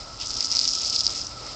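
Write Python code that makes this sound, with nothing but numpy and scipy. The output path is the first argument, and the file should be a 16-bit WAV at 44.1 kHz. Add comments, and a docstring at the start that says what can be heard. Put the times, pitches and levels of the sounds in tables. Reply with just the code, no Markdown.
"""Spitting garden sprinkler

A lawn, the microphone a few metres from the sprinkler. The jet is steady shaped noise; for about a second it spits,
most likely as air from the hose bursts out of the nozzle: random short rings crackle over noise, with lower rushes
and sharp pops, each pop mirrored by the ground. Under it lie soft steps in the grass (swells of noise), a faint
low outdoor noise with a narrow whirr, and a hum of sine tones."""
import sys
import numpy as np
from scipy import signal
from scipy.fft import rfft, irfft
from scipy.io import wavfile
from scipy.ndimage import uniform_filter1d

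SR = 44100
rng = np.random.default_rng(int(sys.argv[2]) if len(sys.argv) > 2 else 0)


def master_out(mix):
    """Clip the mix to full scale and print it as 16-bit PCM to the path in sys.argv[1]."""
    frames = np.transpose(np.atleast_2d(mix))
    ceiling = np.clip(frames, -1, 1)
    pcm = np.round(ceiling * 32767).astype(np.int16)
    wavfile.write(sys.argv[1], SR, pcm)


N = 68355
T = np.arange(N) / SR  # time in seconds


def undb(db):
    """Decibels to gain."""
    return 10 ** (np.asarray(db) / 20)


def unit(x):
    """Scale to rms 1."""
    return x / np.sqrt(np.mean(x ** 2))


def response(points, size=4096):
    """Causal (minimum-phase) impulse response of a colour, falling steeply beyond its ends; energy 1."""
    hz, db = np.array(points, float).T
    octave = np.log2(np.maximum(np.arange(size // 2 + 1) * SR / size, 1))
    low, high = np.log2(hz[0]), np.log2(hz[-1])
    beyond = np.maximum(octave - high, 0) + np.maximum(low - octave, 0)
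    level_db = np.interp(octave, np.log2(hz), db) - 40 * beyond  # 40 dB per octave outside
    gain = undb(np.maximum(level_db, -80))
    # folding the cepstrum forward in time makes the response causal
    cepstrum = irfft(np.log(gain))
    cepstrum[1:size // 2] *= 2
    cepstrum[size // 2 + 1:] = 0
    h = irfft(np.exp(rfft(cepstrum)))
    return h / np.sqrt(np.sum(h ** 2))


def through(x, h):
    """Filter by an impulse response."""
    return signal.fftconvolve(x, h)[:N]


def noise(points):
    """Steady noise of a colour, rms 1."""
    h = response(points)
    white = rng.standard_normal(N + len(h) - 1)
    return unit(signal.fftconvolve(white, h, "valid"))


def narrow(hz, width_hz):
    """Noise in one resonance, rms 1."""
    offset = (np.arange(N // 2 + 1) * SR / N - hz) / width_hz
    spectrum = rfft(rng.standard_normal(N)) / (1 + 2 * offset ** 2)
    return unit(irfft(spectrum, N))


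def walk(rate):
    """Random wander with about `rate` new values a second, smoothed; rms 1."""
    hold = max(int(SR / rate), 1)
    steps = rng.standard_normal(N)[np.arange(N) // hold]
    return unit(uniform_filter1d(uniform_filter1d(steps, hold), hold))


def add(out, start_s, sound):
    """Mix a sound in at a time."""
    i = int(np.clip(start_s * SR, 0, N - 1))
    out[i:i + len(sound)] += sound[:N - i]


def ring(hz, rise_s, size=400):
    """A bursting bubble: a sine whose envelope swells to 1 at rise_s, then dies."""
    age = T[:size]
    envelope = age / rise_s * np.exp(1 - age / rise_s)
    return envelope * np.sin(2 * np.pi * hz * age)


def jet():
    """The smooth jet hisses as steady coloured noise with a slight flicker in level."""
    # Colour of the jet. Each row: frequency in Hz, relative density in dB per Hz.
    hiss = [(1180, -44.5), (2000, -7.5), (2100, -8), (2360, -8.5), (3370, -8), (3650, -6), (4010, -2.5),
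            (5060, 5), (6310, -11.5), (7590, -10), (8690, -25.5), (11300, -91), (19100, -120)]
    level_db, flicker_db, flicker_per_s = -42.5, 3.5, 30.0
    return undb(level_db + flicker_db * walk(flicker_per_s)) * noise(hiss)


def gush():
    """Small bubbles of uneven size and pitch crackle over the sizzle of torn water; the flow sputters."""
    # Strength of the spitting, before the layer levels. Each row: time in seconds, level in dB.
    course = [(0, -46), (.19, -46.5), (.212, -31), (.25, -34), (.33, -33), (.375, -29.5), (.42, -33),
              (.49, -33), (.56, -30), (.68, -28), (.77, -28), (.88, -28.5), (.98, -27.5), (1.03, -28.5),
              (1.10, -33.5), (1.21, -32), (1.28, -36.5), (1.33, -47), (1.55, -43)]
    # Colour of crackle and sizzle. Each row: frequency in Hz, relative density in dB per Hz.
    colour = [(1500, -38.5), (2000, -40), (2500, -17), (3100, -13.5), (3900, -8), (4500, -3.5), (5100, 6.5),
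              (5700, -3), (6400, -7.5), (7300, -10.5), (8000, -19.5), (8700, -33.5)]
    crackle_db, sizzle_db, tick_db = -2.5, -5.8, -9  # layers relative to the strength
    sputter_db, sputter_per_s = 1.3, 110
    bubbles_per_s, spread_db, rise_s = 1200, 4.8, .00008
    low_hz, high_hz = 1920, 8900  # range of bubble pitches

    strength = undb(np.interp(T, *np.array(course).T) + sputter_db * walk(sputter_per_s))
    sizzle = noise(colour)
    bursts = np.zeros(N)
    chance, pitch = rng.random(N), rng.random(N)
    size = np.minimum(rng.standard_normal(N), 1.7)  # no outsize bubbles
    for i in np.flatnonzero(chance < bubbles_per_s / SR):
        hz = low_hz + pitch[i] * (high_hz - low_hz)
        add(bursts, T[i], undb(spread_db * size[i]) * ring(hz, rise_s))
    crackle = unit(through(bursts, response(colour)))
    return strength * (undb(crackle_db) * crackle + undb(sizzle_db) * sizzle + undb(tick_db) * ticks())


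def ticks():
    """The smallest droplets snap one by one as filtered impulses, fine and bright; rms 1."""
    # Colour of a tick. Each row: frequency in Hz, relative density in dB per Hz.
    colour = [(3800, -14.5), (5200, 1.5), (5900, 5), (7300, 0), (8200, -10), (8900, -26)]
    per_s, spread_db = 110, 3.5
    falls = rng.random(N) < per_s / SR
    size = np.minimum(rng.standard_normal(N), 1)
    return unit(through(falls * undb(spread_db * size), response(colour)))


def pops():
    """Each big bubble at the nozzle bursts with a broad snap and a short ring."""
    # Loud pops. Each row: start in seconds, level in dB before the common trim, ring pitch in Hz.
    bubbles = [(0.2142, -18, 5150), (0.2568, -19, 5110), (0.2709, -17, 5750), (0.2954, -19, 5360),
               (0.3057, -13, 4900), (0.3410, -17, 5480), (0.3677, -14, 5380), (0.3856, -17, 5240),
               (0.4066, -6, 5120), (0.4263, -14, 5200), (0.4460, -9, 5150), (0.4553, -16, 5600),
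               (0.4706, -16, 5000), (0.5157, -9, 5390), (0.5208, -11, 5050), (0.5254, -9, 5200),
               (0.534, -15, 5600), (0.5511, -10, 5450), (0.5589, -9, 5220), (0.5644, -13, 5300),
               (0.5686, -4.5, 4830), (0.5767, -12, 4890), (0.5867, -13, 5200), (0.5916, -3, 4900),
               (0.5977, -10, 5020), (0.6137, -7, 4890), (0.6326, -13, 5200), (0.6408, -12, 5100),
               (0.6445, -12, 5040), (0.6529, -9, 5040), (0.6772, -6, 5400), (0.6826, -8, 5070),
               (0.6893, -10, 5190), (0.697, -14, 5300), (0.7078, -15, 5250), (0.7129, -15, 5100),
               (0.72, -15, 5450), (0.7517, -10.5, 5350), (0.7972, -17, 5500), (0.847, -15, 5560),
               (0.8558, -13, 5150), (0.8602, -14, 4970), (0.8792, -15, 5200), (0.8986, -12.5, 5100),
               (0.9054, -14, 4840), (0.9275, -13, 5130), (0.9486, -14, 5200), (0.9544, -12, 5140),
               (0.9617, -7, 4900), (0.9859, -13, 5170), (0.9906, -13, 5190), (0.9935, -14, 5100),
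               (0.999, -13, 5200), (1.0068, -6, 5050), (1.046, -14, 5000), (1.0506, -15, 5020),
               (1.057, -13, 5530), (1.0664, -1.5, 4900), (1.0774, -12, 4850), (1.1603, -17, 5280),
               (1.1779, -16, 5180), (1.2145, -15, 5220), (1.268, -18, 5650), (1.4658, -21, 5450)]
    # Colour of the snap. Each row: frequency in Hz, relative density in dB per Hz.
    colour = [(1800, -19.5), (3000, -17), (4500, 10), (5500, 2), (7000, 0.5), (8000, -13.5), (9000, -43.5)]
    trim_db, rise_s = -2.2, .00035
    snap_ref_db, snap_ref_hz, snap_db_per_octave = -8.5, 5200, 19.5  # higher pops are snappier

    out, snap = np.zeros(N), response(colour)
    snap = snap / np.abs(snap).max()
    for start_s, db, hz in bubbles:
        snap_db = snap_ref_db + snap_db_per_octave * np.log2(hz / snap_ref_hz)
        add(out, start_s, undb(db + trim_db) * ring(hz, rise_s))
        add(out, start_s, undb(db + trim_db + snap_db) * snap)
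    return out


def lawn(x):
    """One quick bounce off the ground and a short, thin scatter thrown back by the yard."""
    ground_lag_s, ground_db = .0018, -7.5
    scatter_s, scatter_db = 0.0032, -15  # decay time constant, level
    tail = rng.standard_normal(N) * np.exp(-T / scatter_s) * (T > ground_lag_s)
    tail = tail / np.sqrt(np.sum(tail ** 2))
    bounce = np.interp(T - ground_lag_s, T, x, left=0)
    return x + undb(ground_db) * bounce + undb(scatter_db) * through(x, tail)


def puffs():
    """Pockets of air in the nozzle give short, lower rushes of narrow noise."""
    # Rushes. Each row: centre in seconds, half length in seconds, level in dB before the band, pitch in Hz.
    pockets = [(.222, 0.028, -36.5, 3000), (.232, 0.013, -36, 4220), (.655, .008, -32, 3400),
               (0.936, 0.01, -33, 3400), (0.9645, 0.0045, -21.5, 4360), (1.009, 0.0027, -26, 3780),
               (1.1, 0.0083, -35, 3670)]
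    # Band over all rushes. Each row: frequency in Hz, relative gain in dB.
    colour = [(2000, -12), (2800, -4), (6000, 0.5)]
    width_hz = 1100
    rushes = np.zeros(N)
    for centre_s, half_s, db, hz in pockets:
        swell = np.exp(-((T - centre_s) / half_s) ** 2)
        rushes += undb(db) * swell * narrow(hz, width_hz)
    band = response(colour)
    return through(rushes, band / np.abs(rfft(band)).max())  # peak gain 1


def rustle():
    """Each step brushes the wet grass softly and splashes a little: two noises under one swell."""
    # Soft steps, perhaps a dog's paws.
    # Each row: centre in seconds, half length in seconds, brush level in dB, splash level in dB.
    paws = [(.365, .03, -48, -62), (1.1, .03, -47, -60), (1.425, .02, -44, -51), (1.47, .016, -46, -44)]
    # Colours of brush and splash. Each row: frequency in Hz, relative density in dB per Hz.
    brush_colour = [(350, 0.5), (580, -1.5), (850, -3.5), (1200, -3.5)]
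    splash_colour = [(800, -3), (1500, -7), (2100, -1), (2800, -8), (3800, -7), (4500, 4), (6000, -1)]
    brush, splash = noise(brush_colour), noise(splash_colour)
    out = np.zeros(N)
    for centre_s, half_s, brush_db, splash_db in paws:
        swell = np.exp(-((T - centre_s) / half_s) ** 2)
        out += swell * (undb(brush_db) * brush + undb(splash_db) * splash)
    return out


def yard():
    """Low outdoor noise whose octaves waver separately, and a narrow, wavering whirr."""
    # Colour of the outdoor air. Each row: frequency in Hz, relative density in dB per Hz.
    colour = [(25, -4), (40, 3.5), (75, 2), (120, -0.5), (170, -8), (300, -6.5), (430, -8.5), (600, -4),
              (1100, -9.5), (1500, -12.5), (2000, -24.5)]
    air_db, air_waver_db, air_waver_per_s = -44.5, 1.1, 14
    whirr_hz, whirr_width_hz, whirr_db = 1307, 62, -49
    whirr_waver_db, whirr_waver_per_s = .8, 22

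    spectrum = rfft(noise(colour))
    octave = np.log2(np.maximum(np.arange(N // 2 + 1) * SR / N, 1))
    centres = np.arange(5, 12)  # 32 Hz to 2048 Hz, as powers of two
    air = np.zeros(N)
    for weights in np.eye(len(centres)):
        band = irfft(spectrum * np.interp(octave, centres, weights), N)
        air += band * undb(air_waver_db * walk(air_waver_per_s))
    whirr_level = undb(whirr_db + whirr_waver_db * walk(whirr_waver_per_s))
    return undb(air_db) * air + whirr_level * narrow(whirr_hz, whirr_width_hz)


def hum():
    """A faint sine tone that swells, fades and creeps upward, over two lower ones of steady level."""
    # Moving tone, perhaps a distant engine. Each row: time in seconds, pitch in Hz, level in dB.
    course = [(0, 258, -63), (.24, 260, -62), (.33, 261, -54), (.5, 260, -56), (.69, 265, -53),
              (.8, 268, -62), (.92, 272, -61), (1.02, 282, -57), (1.28, 294, -55.5), (1.4, 294, -60),
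              (1.55, 294, -60)]
    # Lower tones. Each row: mean pitch in Hz, level in dB.
    drone = [(120, -59), (201.5, -64)]
    waver_hz = 2.96  # every pitch wavers by this much

    def tone(hz):
        """Sine following a pitch, rms 1, random starting phase."""
        return np.sqrt(2) * np.sin(2 * np.pi * (np.cumsum(hz) / SR + rng.random()))

    time_s, hz, db = np.array(course).T
    pitch = np.interp(T, time_s, hz) + waver_hz * walk(20.3)
    out = undb(np.interp(T, time_s, db)) * tone(pitch)
    for low_hz, low_db in drone:
        out += undb(low_db) * tone(low_hz + waver_hz * walk(11))
    return out


def scene():
    """Pops, gush, puffs and jet over the steps and the background, on one channel."""
    sprinkler = lawn(pops()) + gush() + puffs() + jet()
    return (sprinkler + rustle() + yard() + hum())[None]


def record(dry):
    """The recorder cuts the top steeply with an elliptic low-pass."""
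    top_hz = 8550
    low_pass = signal.ellip(8, .2, 80, top_hz, fs=SR, output="sos")  # 0.2 dB ripple, 80 dB stop
    return signal.sosfilt(low_pass, dry)


dry = scene()
out = record(dry)
master_out(out)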